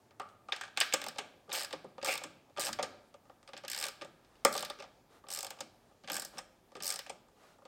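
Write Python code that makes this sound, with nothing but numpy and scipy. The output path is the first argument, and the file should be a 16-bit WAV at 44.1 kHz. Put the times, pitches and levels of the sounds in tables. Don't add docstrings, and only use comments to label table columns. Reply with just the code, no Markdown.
import sys
import numpy as np
from scipy import signal
from scipy.fft import rfft
from scipy.io import wavfile

SR = 44100
rng = np.random.default_rng(int(sys.argv[2]) if len(sys.argv) > 2 else 0)


def inscribe(sig):
    pcm = np.round(np.clip(np.atleast_2d(sig).T, -1, 1) * 32767)
    wavfile.write(sys.argv[1], SR, pcm.astype(np.int16))


N = 338247


def from_db(db):
    return 10 ** (np.asarray(db, float) / 20)


def rms_one(x):
    return x / np.sqrt(np.mean(x ** 2) + 1e-20)


def at_hz(points, hz):
    table_hz, values = np.array(points).T
    return np.interp(np.log(hz), np.log(table_hz), values)


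def bandpass(x, order, edges_hz):
    return signal.sosfilt(signal.butter(order, edges_hz, "band", fs=SR, output="sos"), x)


def bands(size):
    edges = 20 * 2 ** np.arange(0, 10.1, .5)
    white = rng.standard_normal((2, size))
    for k, (low, high) in enumerate(zip(edges, edges[1:])):
        yield np.sqrt(low * high), bandpass(white[k % 2], 2, [low, high])


def resonance(x, hz, width_hz):
    r = np.exp(-np.pi * np.clip(width_hz, 5, 5000) / SR)
    numerator = np.array([1, 0, -1]) * (1 - r * r) / 2
    denominator = [1, -2 * r * np.cos(2 * np.pi * hz / SR), r * r]
    return signal.lfilter(numerator, denominator, x + 1e-18)


# (frequency [Hz], relative band level [dB])
HUM = [(20, -47.5), (44, -11.5), (116, -14), (319, 2.5), (574, -3.5), (802, -1), (1060, -9), (1220, -8.5),
       (2020, -15), (2990, -17), (8410, -22), (13500, -27), (16000, -27)]
HUM_DB, HUM_FLICKER_DB = -68.5, 1.5
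FLICKER_STEP = 2000


def hum():
    steps = np.arange(N // FLICKER_STEP + 2)
    out = 0
    for hz, band in bands(N):
        flicker = np.interp(np.arange(N) / FLICKER_STEP, steps, rng.standard_normal(len(steps)))
        out = out + band * from_db(at_hz(HUM, hz) + HUM_FLICKER_DB * flicker)
    return from_db(HUM_DB) * rms_one(out)


def echo(x, decay):
    t = np.arange(SR // 2) / SR
    tail = 0
    for hz, band in bands(len(t)):
        t60_s = np.maximum(at_hz(decay, hz), .01)
        tail = tail + band * from_db(-60 * t / t60_s)
    tail *= np.minimum(t / 0.0019, 1)
    return signal.fftconvolve(x, tail / np.sqrt(np.sum(tail ** 2)))[:N]


# (frequency [Hz], time to fall 60 dB [s])
BAY = [(200, 0.092), (1000, 0.1), (4000, 0.11), (8000, 0.046), (13000, 0.013)]
# (frequency [Hz], time to fall 60 dB [s])
GARAGE = [(200, 0.82), (1000, 0.58), (4000, 0.58), (8000, 0.29), (13000, 0.32)]
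BAY_DB, GARAGE_DB = -2.5, -7


def surroundings(spread):
    return from_db(BAY_DB) * echo(spread, BAY) + from_db(GARAGE_DB) * echo(spread, GARAGE)


# (time [s], deep band level [dB], middle band level [dB])
RUMBLE = [(0, -90.5, -73.5), (1.2, -83.5, -77), (2.3, -85, -75), (2.56, -95, -75), (2.69, -71, -66),
          (2.8, -81, -65.5), (3.1, -83, -78.5), (3.9, -82, -75.5), (4.4, -76, -78), (5.1, -79, -78),
          (5.5, -82, -73.5), (6.4, -78, -82), (7.67, -83, -78)]
# (low edge [Hz], high edge [Hz])
RUMBLE_HZ = [(30, 64), (85, 130), (140, 268)]
UPPER_REST_DB, UPPER_SHAKE_DB, SHAKE_S = -76.5, -5.5, 0.037


def rumble(thuds):
    s, *levels_db = np.transpose(RUMBLE)
    gains = [from_db(np.interp(np.arange(N) / SR, s, db)) for db in levels_db]
    keep = np.exp(-1 / (SHAKE_S * SR))
    shake = np.sqrt(signal.lfilter([1 - keep], [1, -keep], thuds ** 2 + 1e-18))
    gains.append(from_db(UPPER_REST_DB) + from_db(UPPER_SHAKE_DB) * shake)
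    out = np.zeros(N)
    for edges_hz, gain in zip(RUMBLE_HZ, gains):
        out += gain * rms_one(bandpass(rng.standard_normal(N), 3, edges_hz))
    return out


# (start [s], length [s], level at the middle [dB])
RUB = [(5.08, 0.14, -63.5), (6.317, 0.099, -58), (7.343, 0.25, -63.5), (5.75, 0.19, -76),
       (4.1, 0.58, -70.5)]
RUB_SHARES_DB = (-34, -35, 3, 11, 13.5)


def rub():
    t, friction = np.arange(N) / SR, rng.standard_normal(N)
    colour = np.zeros(N)
    for share_db, part in zip(RUB_SHARES_DB, PARTS):
        for hz, width, db in part:
            colour += from_db(share_db + db) * resonance(friction, hz, 2 * width)
    level = np.zeros(N)
    for s, length, db in RUB:
        level += from_db(db) * np.sin(np.pi * np.clip((t - s) / length, 0, 1))
    return level * rms_one(colour)


# (time [s], level before shaping [dB], main tone [Hz])
THUMPS = [(0.196, -54, 370), (0.519, -58.5, 370), (0.77, -53, 241), (0.935, -45, 260), (1.07, -49, 230),
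          (1.196, -43.5, 387), (1.484, -46, 430), (1.732, -41.5, 304), (1.847, -42.5, 376),
          (2.036, -60, 258), (2.127, -49, 367), (2.248, -45.5, 261), (2.589, -41, 340), (2.693, -43.5, 214),
          (2.795, -42, 355.5), (3.539, -55, 310), (3.643, -53, 281), (4.017, -38, 352), (4.447, -38.5, 244),
          (4.478, -42, 221.3), (4.785, -46, 393), (5.606, -46.5, 310), (6.038, -55, 216),
          (6.107, -41.5, 334), (6.351, -50, 246), (6.765, -41.5, 380), (7.102, -50.5, 368)]
THUMP_CYCLES, THUMP_RISE_MS = 3.16, 3.9


def thumps():
    out, t = np.zeros(N), np.arange(SR // 5) / SR
    for (s, db, hz), (detune, phase) in zip(THUMPS, rng.random((len(THUMPS), 2))):
        second_hz = hz * (0.602 + .9 * detune)
        swing = np.sin(2 * np.pi * hz * t) + 0.67 * np.sin(2 * np.pi * (second_hz * t + phase))
        rise = 1 - np.exp(-t * 1000 / THUMP_RISE_MS)
        fall = np.exp(-t * hz / THUMP_CYCLES)
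        i = round(s * SR)
        out[i:i + len(t)] += (from_db(db) * swing * rise * fall)[:N - i]
    return out


# (time [s], head level [dB], bar level [dB], body level before sharing out [dB], rattle decay before limits [ms])
KNOCKS = [(0.1078, -78, -55.5, -55, 0.97), (0.1969, -42.5, -47, -29.5, 1.8), (0.2163, -56, -60, -71, 2.5),
          (0.2882, -59, -57.5, -72, 1.9), (0.4857, -75, -43.5, -38.5, 0.63), (0.4949, -53, -59, -76, 1.6),
          (0.5207, -48, -24.5, -35.5, 3.2), (0.562, -43.5, -40.5, -48.5, 3.4),
          (0.6107, -38.5, -32.5, -45, 3), (0.6351, -49, -38, -46.5, 2.5), (0.6518, -51, -47, -50, 1.1),
          (0.6784, -68, -48, -49, 1.1), (0.764, -65, -47, -50, 3), (0.773, -26, -21.5, -32.5, 1.64),
          (0.8028, -11, -25.5, -54, 0.56), (0.8102, -28, -16.5, -30.5, 3.4),
          (0.9248, -30.5, -22.5, -46.5, 0.57), (0.9366, -21, -23, -26, 4.1), (0.9537, -55, -40, -67, 1.4),
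          (1.159, -68, -48, -46, 2.7), (1.1743, -53, -49, -47, 1.6), (1.1833, -38.5, -32, -33.5, 13.6),
          (1.477, -75, -77, -55, 2.8), (1.4927, -62, -43, -42.5, 1.4), (1.5002, -58, -48, -45, 2.5),
          (1.5106, -58, -41, -52, 2.5), (1.5163, -48, -32.5, -44.5, 2.3), (1.7073, -61, -41.5, -44, 2.2),
          (1.7266, -38.5, -34, -41.5, 3.5), (1.733, -45, -45, -34, 0.9), (1.8428, -59, -82, -42.5, 2.8),
          (1.912, -78, -85, -62, 3), (1.9802, -71, -49, -38.5, 1.4), (2.0141, -77, -43, -64, 1.6),
          (2.0269, -42, -39, -36, 3.8), (2.213, -66, -47, -42.5, 5), (2.2365, -36, -38.5, -38, 4.2),
          (2.496, -72, -65, -61, 2.2), (2.5631, -65, -46, -45, 1.5), (2.5724, -46, -37, -36.5, 2.4),
          (2.5804, -47, -37.5, -34, 3.3), (2.7873, -62, -36, -25, 1.8), (2.7934, -59, -36, -33, 3.8),
          (2.8269, -29.5, -31, -32.5, 3.5), (2.8412, -44, -41, -41, 2.2), (3.1408, -58, -54.5, -50, 2.1),
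          (3.253, -71, -68.5, -58, 2.1), (3.296, -66, -57, -46, 0.88), (3.428, -57, -58, -57.5, 2),
          (3.4757, -44, -44, -52, 0.9), (3.488, -57, -55, -46.5, 3.5), (3.533, -60, -39, -42, 1.8),
          (3.5662, -59, -37, -52, 1.3), (3.5755, -42.5, -43.5, -49, 2.3), (3.636, -67, -50, -42.5, 4.2),
          (3.6485, -60, -41, -43, 3), (4.0117, -54, -39, -44.5, 1.4), (4.0183, -47.5, -37, -39, 1.6),
          (4.0464, -43, -47, -45, 1.1), (4.247, -62.5, -54.5, -76, 0.64), (4.354, -66, -59.5, -68, 2.3),
          (4.4491, -11.5, -19, -13.5, 1.5), (4.467, -39, -34, -37.5, 1.1), (4.4768, -41, -48, -39.5, 2.9),
          (4.7871, -55, -47, -49, 1.5), (4.7954, -57, -45, -62, 1.7), (4.7996, -54, -48, -47, 8.4),
          (4.823, -50, -41, -43.5, 1.8), (4.84, -52, -49, -45.5, 0.99), (5.2386, -73, -61, -46, 1.2),
          (5.2669, -71, -58, -51, 3.1), (5.2851, -46.5, -49, -49, 5.7), (5.569, -63, -65, -51, 1.9),
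          (5.587, -59, -53, -49.5, 6.6), (5.605, -34.5, -40, -40.5, 4.2), (5.911, -74.5, -77, -57.5, 1.8),
          (6.036, -69, -55, -54.5, 2), (6.0428, -68, -48, -53, 2.5), (6.0749, -56, -36.5, -45.5, 2.2),
          (6.0833, -51, -41, -45, 2.9), (6.332, -63, -70, -51, 3.3), (6.3715, -66, -46, -45, 3),
          (6.381, -39.5, -43, -44.5, 5.9), (6.3875, -35, -41, -41.5, 2.1), (6.7184, -59, -60, -51, 1.6),
          (6.752, -50, -44.5, -41.5, 3), (6.766, -47, -46, -43, 1.5), (6.802, -50, -42.5, -45.5, 5),
          (7.0633, -50, -42, -47, 2.3), (7.0948, -40, -45.5, -39.5, 6.9), (7.284, -66, -80, -60, 2.5),
          (7.433, -67.5, -74, -54.5, 4.6), (7.584, -70, -74, -55.5, 2), (7.62, -71, -77, -55, 2.4),
          (7.6516, -57, -53, -46.5, 3.6)]
KNOCK_TICK_DB = -19
LOUD_KNOCK_DB, DULLING = -32, 0.41
SEATED_S, LOOSE_PANEL_DB, SEATED_BRACKET_DB = 0.87, -8.5, -4


def knocks():
    rows = []
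    for s, head, bar, body, rattle_ms in KNOCKS:
        tick = head + KNOCK_TICK_DB + DULLING * (head - LOUD_KNOCK_DB)
        bracket = body + SEATED_BRACKET_DB * (s > SEATED_S)
        panel = body + LOOSE_PANEL_DB * (s <= SEATED_S)
        rows.append((s, tick, head, bar, bracket, panel, rattle_ms))
    return rows


# (time [s], teeth passed so far [count])
TURNING = [
    [(1.015, 0), (1.0636, 2), (1.0838, 3)],
    [(1.5276, 0), (1.537, 2), (1.5568, 5), (1.5685, 7), (1.5839, 10), (1.5936, 11), (1.6127, 14),
     (1.6319, 16), (1.6458, 17)],
    [(2.0458, 0), (2.056, 1), (2.06, 2), (2.0702, 3), (2.0984, 7), (2.1105, 9), (2.1268, 12), (2.1379, 13),
     (2.1527, 14), (2.1761, 15)],
    [(2.5954, 0), (2.6113, 3), (2.6354, 6), (2.6457, 7), (2.6506, 8), (2.6669, 10), (2.6891, 13),
     (2.7288, 14)],
    [(3.68, 0), (3.6992, 1), (3.762, 5), (3.7753, 6), (3.811, 9), (3.8254, 10), (3.8657, 13), (3.8832, 14)],
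    [(4.5261, 0), (4.5769, 4), (4.6059, 6), (4.6249, 7), (4.6485, 8), (4.699, 9)],
    [(5.3025, 0), (5.3475, 4), (5.3726, 6), (5.3879, 7), (5.4061, 8), (5.4282, 9), (5.4455, 10),
     (5.466, 11), (5.5046, 12)],
    [(6.0988, 0), (6.1174, 1), (6.1307, 2), (6.1655, 5), (6.1795, 6), (6.1965, 7), (6.2198, 8), (6.2483, 9)],
    [(6.8232, 0), (6.844, 2), (6.8769, 5), (6.9024, 7), (6.9102, 8), (6.9227, 9), (6.9389, 10), (6.958, 11),
     (6.9898, 12)],
]
# (time [s], head level [dB], bar level [dB], bracket and panel level [dB])
CLICKS = [
    [(1.015, -36.5, -34.5, -41.5), (1.064, -37, -35, -41), (1.084, -33, -37, -44)],
    [(1.528, -30.5, -43.5, -43.5), (1.54, -33, -31.5, -47), (1.557, -32, -35, -43), (1.57, -34, -42, -44),
     (1.585, -33, -35, -50), (1.613, -33.5, -37, -48), (1.646, -34.5, -39.5, -51)],
    [(2.046, -29.5, -33.5, -38), (2.06, -34, -35.5, -38), (2.072, -29.5, -30, -34),
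     (2.098, -34.5, -29.5, -41.5), (2.127, -32, -29.5, -51), (2.138, -28.5, -37, -41.5),
     (2.153, -34, -36, -44), (2.176, -34, -37, -49)],
    [(2.595, -29, -39, -44), (2.611, -30.5, -36, -50), (2.645, -32, -38, -46), (2.667, -30, -34, -44.5),
     (2.689, -36.5, -39, -38.5), (2.729, -31.5, -39, -58)],
    [(3.68, -34, -34, -60), (3.7, -29.5, -37, -55), (3.762, -35, -36.5, -50), (3.776, -29.5, -38, -49),
     (3.811, -32.5, -35.5, -46), (3.826, -28.5, -34.5, -42.5), (3.866, -33, -35, -45),
     (3.883, -32, -39, -44)],
    [(4.526, -29.5, -47, -59), (4.552, -34.5, -37, -31), (4.577, -31, -31.5, -49), (4.592, -32, -41, -54),
     (4.625, -37, -33, -37), (4.648, -34, -33, -66), (4.699, -38, -33, -37)],
    [(5.302, -32, -44.5, -49.5), (5.34, -31.5, -43, -56.5), (5.388, -29.5, -40, -42.5),
     (5.406, -32.5, -45, -66), (5.43, -32, -43.5, -40), (5.466, -36, -41, -48.5), (5.505, -36.5, -38, -44)],
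    [(6.099, -36, -29.5, -38.5), (6.117, -32, -40, -44), (6.143, -27.5, -43, -49), (6.165, -29, -32, -45.5),
     (6.18, -36, -48, -43.5), (6.197, -31, -46, -62), (6.22, -33, -43, -45.5), (6.248, -32.5, -49, -53.5)],
    [(6.823, -32, -48, -52), (6.856, -29, -40, -47), (6.877, -25.5, -46, -48), (6.902, -26, -41, -49.5),
     (6.911, -32, -37, -46), (6.923, -29.5, -36, -46), (6.939, -31, -43.5, -47), (6.99, -33.5, -36, -49)],
]
# head, bar and body spread [dB]
TOOTH_SPREAD_DB = (0.66, 1.7, 1)
PAWL_RATTLE_MS, PAWL_TICK_DB = 2.62, -9.5


def teeth():
    rows = []
    for turning, clicks in zip(TURNING, CLICKS):
        turning_s, passed = np.transpose(turning)
        s = np.interp(np.arange(passed[-1] + 1), passed, turning_s)
        at_s, *levels_db = np.transpose(clicks)
        chance_db = (rng.standard_normal((len(s), 3)) * TOOTH_SPREAD_DB).T
        head, bar, body = chance_db + [np.interp(s, at_s, db) for db in levels_db]
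        rows += zip(s, head + PAWL_TICK_DB, head, bar, body, body, np.full(len(s), PAWL_RATTLE_MS))
    return rows


# (start [s], length [s], centre [Hz], lift at the centre [dB])
STANDOUTS = [(0.185, .33, 1190, 9), (0.605, .15, 1630, 12), (0.765, .14, 1220, 5), (0.915, .06, 1190, 2),
             (1.175, .2, 870, 1), (1.565, .1, 4800, 2.5), (1.715, .2, 1070, 12), (2.063, .082, 2457, 26),
             (2.59, .11, 4800, -1), (2.78, .04, 2170, 15), (2.82, .2, 6100, 13), (3.665, .25, 5040, 1.5),
             (4.435, .08, 2090, 19), (4.515, .25, 3870, 11), (4.775, .2, 5520, 21), (5.595, .1, 6040, 10),
             (6.125, .2, 1630, 8), (6.355, .1, 5500, 8), (6.81, .2, 5840, 7.5), (6.85, 0.06, 8850, 2.5),
             (7.055, .1, 833, 9)]
STANDOUT_WIDTH_OCT = 0.12
ECHO_LIFT_SHARE = 0.44


def standout_lift(hit_s, hz):
    lift_db = 0
    for s, length, ring_hz, lift in STANDOUTS:
        during = (hit_s > s) & (hit_s < s + length)
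        nearness = np.exp(-.5 * (np.log2(hz / ring_hz) / STANDOUT_WIDTH_OCT) ** 2)
        lift_db = lift_db + lift * during * nearness
    return lift_db


# (frequency [Hz], width [Hz], relative level [dB])
TICK = [(10730, 1500, 1), (13000, 1500, 2.5), (15400, 2100, -2)]
HEAD = [(4244, 650, -5), (4790, 514, 0), (5370, 500, -0.5), (6520, 1100, -3.5), (7640, 1100, -0.5),
        (8606, 290, 0.5), (9370, 400, -13)]
BAR = [(1622, 110, -3), (1960, 130, -7.5), (2270, 270, -6.5), (2690, 255, -5.5), (3074, 190, -7.5),
       (3556, 262, -5), (4120, 2200, -12.5)]
BRACKET = [(781, 220, 1.5), (1046, 110, -1), (1198, 73, 5), (1408, 53, -2.5)]
PANEL = [(339, 200, -11), (424, 75, -4), (518, 112, -1), (575, 46.5, 4), (695, 130, -12)]
PARTS = (TICK, HEAD, BAR, BRACKET, PANEL)
PART_LAG_MS = (0, 0.1, .4, 1.2, 1.8)
STRIKE_SPREAD_DB = 3
SOFT_EDGE = 1.74
ECHO_BLUR = 1.574


def strikes():
    hits = np.array(teeth() + knocks())
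    t_ms = np.arange(900) / SR * 1000
    fall_ms = np.clip(hits[:, 6:], .3, 8)
    shape = np.minimum(t_ms / 0.29, 1) * np.exp(-t_ms / fall_ms)
    rattles = rng.standard_normal(shape.shape) * shape
    energy = np.sum(shape ** 2, axis=1)
    power = np.abs(rfft(rattles)) ** 2
    bins_hz = np.linspace(0, SR / 2, power.shape[1])
    start = np.round(hits[:, 0] * SR).astype(int)
    where = (start[:, None] + np.arange(len(t_ms))).ravel()
    out = np.zeros((2, N))
    for k, part in enumerate(PARTS):
        hz, width, db = np.transpose(part)
        lift_db = standout_lift(hits[:, :1], hz)
        reach = np.pi * width / SR * np.minimum(np.pi * width * fall_ms / 2000, 1)

        def mode_gains(mode_db):
            total = np.sum(reach * from_db(2 * mode_db), axis=1, keepdims=True)
            return from_db(hits[:, 1 + k:2 + k] + mode_db) / np.sqrt(total)

        gain = mode_gains(db + lift_db)
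        echo_gain = mode_gains(db + ECHO_LIFT_SHARE * lift_db)
        spot = from_db(STRIKE_SPREAD_DB * rng.standard_normal(gain.shape))
        blow = np.sqrt(energy) * rng.choice([-1, 1], len(hits))
        ringing = np.zeros((2, N))
        for m in range(len(part)):
            near_mode = 1 / (1 + (2 * (bins_hz - hz[m]) / width[m]) ** 2)
            fed = np.sqrt(energy * near_mode.sum() / (power @ near_mode))
            strength = gain[:, m] * spot[:, m] * fed
            push = np.bincount(where, (rattles * strength[:, None]).ravel(), N)[:N]
            blows = np.bincount(start, echo_gain[:, m] * blow, N)
            sign = (-1) ** m
            ringing[0] += sign * resonance(push, hz[m], width[m])
            ringing[1] += sign * resonance(blows, hz[m], ECHO_BLUR * width[m]) / np.sqrt(ECHO_BLUR)
        edge_hz = min(SOFT_EDGE * hz.max(), .45 * SR)
        ringing = np.roll(ringing, int(PART_LAG_MS[k] * SR / 1000), axis=1)
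        out += signal.sosfilt(signal.butter(2, edge_hz, fs=SR, output="sos"), ringing)
    return out


DEEPEST_HZ = 130


def scene():
    thuds = thumps()
    high_pass = signal.butter(2, DEEPEST_HZ, "high", fs=SR, output="sos")
    direct, spread = signal.sosfilt(high_pass, strikes() + thuds)
    return (direct + surroundings(spread) + rub() + hum() + rumble(thuds))[None]


CUTOFF_HZ = 16900


def record(dry):
    return signal.sosfilt(signal.cheby2(14, 70, CUTOFF_HZ, fs=SR, output="sos"), dry)


dry = scene()
out = record(dry)
inscribe(out)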